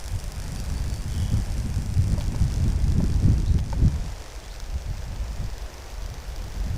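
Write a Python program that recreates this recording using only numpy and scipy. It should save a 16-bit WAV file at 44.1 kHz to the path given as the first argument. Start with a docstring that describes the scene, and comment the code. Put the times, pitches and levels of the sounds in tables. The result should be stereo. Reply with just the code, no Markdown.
"""Open field near a high-voltage pylon, heard through the two microphone ports of a hand-held camera.
From the start the line crackles with corona: a sharp snap on most positive crests of the mains cycle, a
soft sizzle on every negative one. Small birds call far off as gusts build and buffet the ports. From two
seconds in, fingers tick on the camera body. After four seconds the wind eases, rising again at the end.
All along the camera turns away from the pylon, so the line grows duller and later in the left port."""
import sys
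import numpy as np
from scipy import signal
from scipy.fft import rfft, irfft, next_fast_len
from scipy.io import wavfile
from scipy.ndimage import map_coordinates

SR = 44100
rng = np.random.default_rng(int(sys.argv[2]) if len(sys.argv) > 2 else 0)


def wrap_up_sound(samples):
    """Save the sound to the file named by the first command line argument, as 16-bit audio."""
    columns = np.atleast_2d(samples).T
    # keep every value between -1 and 1, then stretch to whole-number steps
    tamed = np.clip(columns, -1, 1)
    steps = np.round(tamed * 32767).astype(np.int16)
    wavfile.write(sys.argv[1], SR, steps)


N = 298557
TIME = np.arange(N) / SR
MAINS_HZ = 50

# the line as heard at the camera: time_s, snap_db, sizzle_db, left_treble_db
LINE_LEVELS = [(0, 1, -1.5, -0.5), (1, 0, -0.5, -1), (2, 0, 0, -3), (2.8, 1, -1.5, -4), (3.6, -1, -4, -3.5),
               (4.4, -.8, -2.5, -4), (5.2, -.5, -2, -7), (6, 1, -3.5, -6), (6.77, 1, 0, -4)]
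# when the line sounds within each mains cycle, drifting slowly, and how late the left port hears it: time_s,
# arrival_after_cycle_start_s, left_port_lag_s
LINE_TIMING = [(0, .0009, .000008), (2, .0012, .00002), (3.7, .00155, .000034), (5, .00148, .00005),
               (6.77, .00168, .000055)]


def amp(db):
    """Decibels to gain."""
    return 10 ** (np.asarray(db) / 20)


def unit(x):
    """x scaled to rms 1."""
    return x / np.sqrt(np.mean(x ** 2) + 1e-20)


def along(points, hz):
    """(Hz, value) points read on a log frequency axis."""
    point_hz, values = np.transpose(points)
    return np.interp(np.log(hz + 1), np.log(point_hz), values)


def curves(rows, at):
    """Each column after the time, read at the given times."""
    times, *columns = np.transpose(rows)
    return [np.interp(at, times, column) for column in columns]


def wobble(rate):
    """A smooth random curve, rate knots a second."""
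    return map_coordinates(rng.standard_normal(int(N * rate / SR) + 4), [TIME * rate])


def filtered(x, response):
    """x times a response of frequency."""
    size = 2 * next_fast_len(N // 2 + SR // 4)
    return irfft(rfft(x, size) * response(np.fft.rfftfreq(size, 1 / SR)), size)[..., :N]


def coloured(x, spectrum):
    """x through a minimum-phase filter with the given (Hz, dB) outline."""
    def response(hz):
        cepstrum = irfft(np.log(amp(along(spectrum, hz))))
        half = len(cepstrum) // 2
        return np.exp(rfft(np.r_[cepstrum[0], 2 * cepstrum[1:half], np.zeros(half)]))
    return filtered(x, response)


def noise(spectrum, alike):
    """Stereo noise of rms 1 with a (Hz, dB) colour and a (Hz, correlation) likeness of left and right."""
    def response(hz):
        angle = np.arccos(np.clip(along(alike, hz), -1, 1)) / 2
        return amp(along(spectrum, hz)) * [np.cos(angle), np.sin(angle)]
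    mid, side = filtered(rng.standard_normal((2, N)), response)
    return unit(np.array([mid + side, mid - side]))


def clicks(times, sizes, order=8):
    """Impulses that may fall between samples."""
    at = np.ravel(times)[:, None] * SR
    taps = np.floor(at).astype(int) + np.arange(1 - order, order + 1)
    shape = np.sinc(taps - at) * np.sinc((taps - at) / order) * np.ravel(sizes)[:, None]
    return np.bincount(np.clip(taps, 0, N).ravel(), shape.ravel(), N + 1)[:N]


def panned(x, left_db):
    """x leaning to the left by left_db."""
    return x * amp(np.reshape([left_db, -left_db], (2, -1)) / 2)


def field(level_db=-45, sway_db=-1.0):
    """The even rush of breeze over open land, all around the microphone."""
    # spectrum of the rush: frequency_hz, level_db
    rush_colour = [(100, -15), (300, -0.5), (550, 2), (850, 0.5), (1200, -5), (1800, -4.5), (2800, -8),
                   (4000, -10), (6500, -11), (8500, -18.5), (12000, -21), (15500, -28)]
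    # how alike the two ports hear it: frequency_hz, correlation
    rush_alike = [(200, 1), (700, 0.81), (1300, 0.53), (2500, 0.068), (6000, 0.22), (12000, 0.071)]
    rush = amp(level_db + sway_db * wobble(2.754)) * noise(rush_colour, rush_alike)
    return panned(rush, left_db=1.5)


def birds(level_db=-2, trill_hz=32, waver_hz=34, fade_db_per_s=25, wet_db=1, t60=0.35):
    """Far off, thin rising whistles and a fading trill, wavering a little and diffused by the tree line."""
    # the calls: start_s, length_s, start_hz, end_hz, level_db, trill_depth_hz
    notes = [(.39, .08, 4500, 4860, -58, 0), (.555, 0.075, 4570, 4760, -47, 0),
             (.735, 0.075, 4460, 4700, -47.5, 0), (.89, 0.13, 4460, 4720, -47.5, -4),
             (1.07, 0.323, 3230, 3110, -44.5, 180), (3.46, 0.0292, 3440, 4470, -43, 0),
             (4.198, 0.018, 3400, 3700, -56, 0), (4.424, 0.029, 3080, 3500, -50, 0),
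             (4.492, 0.035, 3340, 4720, -46, 0)]
    song, waver = np.zeros(N), waver_hz * wobble(250)
    for start, length, start_hz, end_hz, db, depth_hz in notes:
        t = np.arange(int(length * SR)) / SR
        span = slice(round(start * SR), round(start * SR) + len(t))
        trill = depth_hz * np.tanh(2 * np.sin(2 * np.pi * trill_hz * t))
        hz = start_hz + (end_hz - start_hz) * t / length + trill + waver[span]
        swell = amp(db + level_db - fade_db_per_s * t) * np.sqrt(np.sin(np.pi * t / length))
        song[span] += swell * np.sin(2 * np.pi * np.cumsum(hz) / SR)
    t = np.arange(SR // 2) / SR
    tail = rng.standard_normal((2, len(t))) * amp(-60 * t / t60)
    diffuse = signal.fftconvolve(song[None], tail / np.linalg.norm(tail[0]), axes=1)[:, :N]
    return song + amp(wet_db) * diffuse


def handling(tick_t60=.03, attack_s=.0007, phase_jitter=.04):
    """Each shift of the grip rings the camera body and gives a dry tick; soft touches favour low modes."""
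    # fingers on the body: start_s, knock_db, ring_length_ratio, hardness_db_per_octave, tick_db
    touches = [(2.177, -31, 1.8, -13, -46), (2.208, -37, 0.41, 10, -29.5), (2.347, -37, 0.5, 9, -41),
               (3.004, -24.5, 0.4, -4.5, -45), (3.587, -39, 0.85, -4, -31.5), (3.728, -31.5, 1.12, 6, -38)]
    # resonances of the body: pitch_hz, level_db, t60_s
    body_modes = [(586, 0.5, 0.068), (904, 6.5, 0.023), (1110, -21, 0.064), (1500, -13, 0.04),
                  (2420, -21, 0.028)]
    # spectrum of a tick: frequency_hz, level_db
    tick_colour = [(500, -19), (1200, -6), (3200, -1), (5000, -5), (10000, -23)]
    knocks, ticks = np.zeros(N), np.zeros(N)
    t = np.arange(SR // 8) / SR
    rise = 1 - np.exp(-t / attack_s)
    for start, knock_db, ring, hardness, tick_db in touches:
        span = slice(round(start * SR), round(start * SR) + len(t))
        for hz, mode_db, t60 in body_modes:
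            db = knock_db + mode_db + hardness * np.log2(hz / body_modes[0][0])
            phase = 2 * np.pi * hz * t + phase_jitter * np.cumsum(rng.standard_normal(len(t)))
            knocks[span] += amp(db - 60 * t / (t60 * ring)) * rise * np.sin(phase)
        ticks[span] += amp(tick_db - 60 * t / tick_t60) * rise
    return knocks + ticks * noise(tick_colour, alike=[(2000, 0.49)])


def eddies(spectrum, rate, depth_db):
    """Lumpy turbulence of rms 1, all but unrelated at the two ports."""
    turbulence = noise(spectrum, alike=[(100, 0.027)])
    lumps = amp(depth_db * np.array([wobble(rate), wobble(rate)]))
    return unit(turbulence * lumps)


def wind(rumble_db=-28.0, buffet_db=-31.5, flutter_db=-45, usual_breeze_db=-28):
    """Gusts on the microphone: big eddies rumble, smaller buffet, the smallest flutter and grow fastest."""
    # the breeze at the camera: time_s, strength_db
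    breeze = [(0, -35.5), (0.45, -31.5), (1.2, -21), (1.52, -27), (1.72, -22.0), (2.9, -21), (3.4, -18.5),
              (4.0, -24.5), (4.25, -42), (4.6, -37.5), (5.3, -31.5), (5.75, -41.5), (6.3, -35),
              (6.77, -23.5)]
    # single gusts, each swelling and dying alike: crest_s, length_s, above_breeze_db, extra_flutter_db
    gusts = [(0.162, 0.16, 10, -8.5), (0.495, 0.24, 5.5, 0), (0.745, 0.13, 7, 0), (1.334, 0.039, 10.5, 0.5),
             (1.396, 0.052, 11.5, -4.5), (1.648, 0.095, 5.5, -1), (1.99, 0.045, 8, -8),
             (2.1, 0.086, 9, -2.5), (2.34, 0.07, 7, 6), (2.432, 0.063, 8.5, -10), (2.645, 0.097, 7, -1),
             (2.989, 0.26, 6, 4.5), (3.273, 0.1, 10.5, 0.5), (3.544, 0.061, 8, 0.5),
             (3.844, 0.11, 14.5, -1), (4.764, 0.05, 7, -8), (4.942, 0.16, 9.5, -10),
             (5.437, 0.12, 12.0, -5), (6.08, 0.15, 4.5, 2), (6.655, 0.037, 6, -2)]
    # the side that the wind strikes: time_s, left_minus_right_db
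    wind_side = [(.2, -8), (.55, 5.5), (1.25, 7), (1.6, 1), (2.15, 9), (2.9, 6.5), (3.3, 15), (3.95, 15),
                 (4.2, 2.5), (4.6, 3), (4.85, 9.5), (5.7, 1.5), (6.77, 12)]
    # spectra of the big, smaller and smallest eddies: frequency_hz, level_db
    rumble_colour = [(8, -7.5), (22, -5.5), (50, 1.5), (65, -3), (95, -20), (200, -52), (1000, -120)]
    buffet_colour = [(40, -6.5), (75, 3.5), (95, 2), (150, -5), (200, -14.5), (300, -31.5), (600, -84),
                     (2500, -120)]
    flutter_colour = [(100, -16), (190, 2), (250, -4.5), (320, -9), (450, -18.5), (900, -37.5), (2500, -45),
                      (8000, -120)]
    crest, length, gust_db, extra_flutter_db = np.transpose(gusts)
    swells = np.exp(-(2 * (TIME[:, None] - crest) / length) ** 2)
    strength_db = curves(breeze, TIME)[0] - usual_breeze_db + swells @ gust_db
    ports = panned(1, curves(wind_side, TIME)[0])
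    ports = ports / np.sqrt(np.mean(ports ** 2, axis=0))
    rumble = amp(rumble_db + 0.42 * strength_db) * eddies(rumble_colour, rate=26, depth_db=1.0)
    buffet = amp(buffet_db + 1.08 * strength_db) * eddies(buffet_colour, rate=25, depth_db=3)
    flutter_gain = amp(flutter_db + 1.183 * strength_db + swells @ extra_flutter_db)
    flutter = flutter_gain * eddies(flutter_colour, rate=50, depth_db=3.5)
    return ports * (rumble + buffet + flutter)


def sizzle(level_db=-47.0, hiss_db=-59, spread_db=2.3):
    """Swarms of tiny discharges light up as a conductor nears a crest; far spans blur into an even hiss."""
    # glow bursts of the three phases within a mains cycle: place_cycles, width_cycles, level_db
    glow_bursts = [(.515, .06, 0), (.06, .07, -4), (.36, .018, -6.5), (.9, .025, -6)]
    # spectra of the near swarms and of the far spans: frequency_hz, level_db
    swarm_colour = [(800, -14), (2500, -1), (3900, -13), (4700, -2), (5700, 0.5), (6600, -6.5),
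                    (7500, -0.5), (8000, -7), (8550, 2.5), (9100, -7), (10200, -4), (11500, -12.5),
                    (15500, -14.5)]
    hiss_colour = [(2500, -25), (5000, -10), (8000, 3), (12000, -3), (15500, -4)]
    _, sizzle_db, _ = curves(LINE_LEVELS, TIME)
    arrival, _ = curves(LINE_TIMING, TIME)
    cycle = (TIME - arrival) * MAINS_HZ
    power = np.zeros(N)
    for place, width, db in glow_bursts:
        nearest = np.round(cycle - place).astype(int)
        size = amp(db + spread_db * rng.standard_normal(nearest.max() + 2))[nearest]
        power += size ** 2 * np.exp(-.5 * ((cycle - place - nearest) / width) ** 2)
    # the discharges differ in size, and both ports hear most of them alike
    grain = amp(2 * wobble(3000)) * (rng.standard_normal(N) + .6 * rng.standard_normal((2, N)))
    swarm = unit(coloured(np.sqrt(power) * grain, swarm_colour))
    hiss = amp(hiss_db) * noise(hiss_colour, alike=[(8000, 0)])
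    return amp(level_db + sizzle_db) * swarm + hiss


def snaps(level_db=-14.3, misfire_db=-15, spread_db=1.15, jitter_s=.00012,
          echo_gain=.45, echo_s=.0012, scatter_gain=.155, t60=.009, reflections=40):
    """One streamer on most positive crests; close surfaces smear each into a short rasp."""
    # how likely a streamer is to follow one on the crest before: time_s, probability
    firing_chance = [(.4, .45), (.7, .7), (2.6, .75), (4.2, .9), (5, .35), (5.6, .35), (6, .7)]
    # the hardest streamers: time_s, above_usual_db
    hard_streamers = [(.08, 3), (.24, 3), (.32, 4), (.9, 3), (.94, 3), (1.76, 4), (2.28, 4), (2.54, 4),
                      (2.92, 4), (3.14, 3.5), (3.88, 5), (4.6, 7.5), (6.06, 5), (6.36, 6)]
    # spectrum of a snap: frequency_hz, level_db
    snap_colour = [(500, -21.5), (1100, -3), (1650, -1), (2600, -19), (3400, -1), (3950, -4.5), (4600, 1.5),
                   (6100, 2), (7200, -1.5), (8600, -3), (9400, -5), (10400, -2), (12000, -9), (15500, -13)]
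    start = np.arange(int(N / SR * MAINS_HZ) + 1) / MAINS_HZ
    snap_db, _, _ = curves(LINE_LEVELS, start)
    arrival, _ = curves(LINE_TIMING, start)
    # the space charge left by one streamer can choke the next, and has cleared a cycle later
    fires = [True]
    for follows in rng.random(len(start) - 1) < curves(firing_chance, start[1:])[0]:
        fires.append(follows or not fires[-1])
    streamer_db = rng.normal(0, spread_db, len(start)) + misfire_db * ~np.array(fires)
    for time_s, extra_db in hard_streamers:
        streamer_db[round(time_s * MAINS_HZ)] = extra_db
    when = start + arrival + rng.normal(0, jitter_s, len(start))
    size = amp(level_db + snap_db + streamer_db)
    bounce = echo_s * rng.uniform(0.23, 1.094, len(start))
    early = clicks(when, size) + clicks(when + bounce, echo_gain * size)
    # each port catches its own scatter of later reflections
    late = rng.random((2, len(start), reflections)) * t60 * 2 / 3
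    rasp = scatter_gain * size[:, None] * rng.standard_normal(late.shape) * amp(-60 * late / t60)
    ports = np.array([early + clicks(when[:, None] + delay, sizes) for delay, sizes in zip(late, rasp)])
    return panned(coloured(ports, snap_colour), left_db=-1.5)


def power_line(flicker_db=.9, gain=0.83):
    """The corona flickers in the moving air; as the camera turns away the left port dulls and lags."""
    # what turning away takes from each frequency: frequency_hz, share_of_loss
    shadow = [(6300, 0), (8400, 0.25), (11000, 0.75), (13500, 0.16)]
    # the two ports colour the sound a little differently: frequency_hz, left_minus_right_db
    port_tilt = [(2500, 2.0), (5500, -5.5), (9000, 3), (13000, 1)]
    corona = (snaps() + sizzle()) * amp(flicker_db * wobble(18))
    _, _, left_treble_db = curves(LINE_LEVELS, TIME)
    _, lag = curves(LINE_TIMING, TIME)
    treble = filtered(corona, lambda hz: np.clip(along(shadow, hz), 0, 1))
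    left, right = corona + (amp(left_treble_db) - 1) * treble
    left = map_coordinates(left, [(TIME - lag) * SR], order=5)
    return filtered(np.array([left, right]), lambda hz: panned(gain, along(port_tilt, hz)))


def scene():
    """The line, the land and the camera in the hand."""
    return power_line() + field() + wind() + handling() + birds()


def record(dry, ceiling=.97, top_hz=15600):
    """The hardest gusts round off near full scale, and the camera keeps nothing above its band limit."""
    rounded = dry / (1 + np.abs(dry / ceiling) ** 8) ** (1 / 8)
    return filtered(rounded, lambda hz: hz < top_hz)


dry = scene()
out = record(dry)
wrap_up_sound(out)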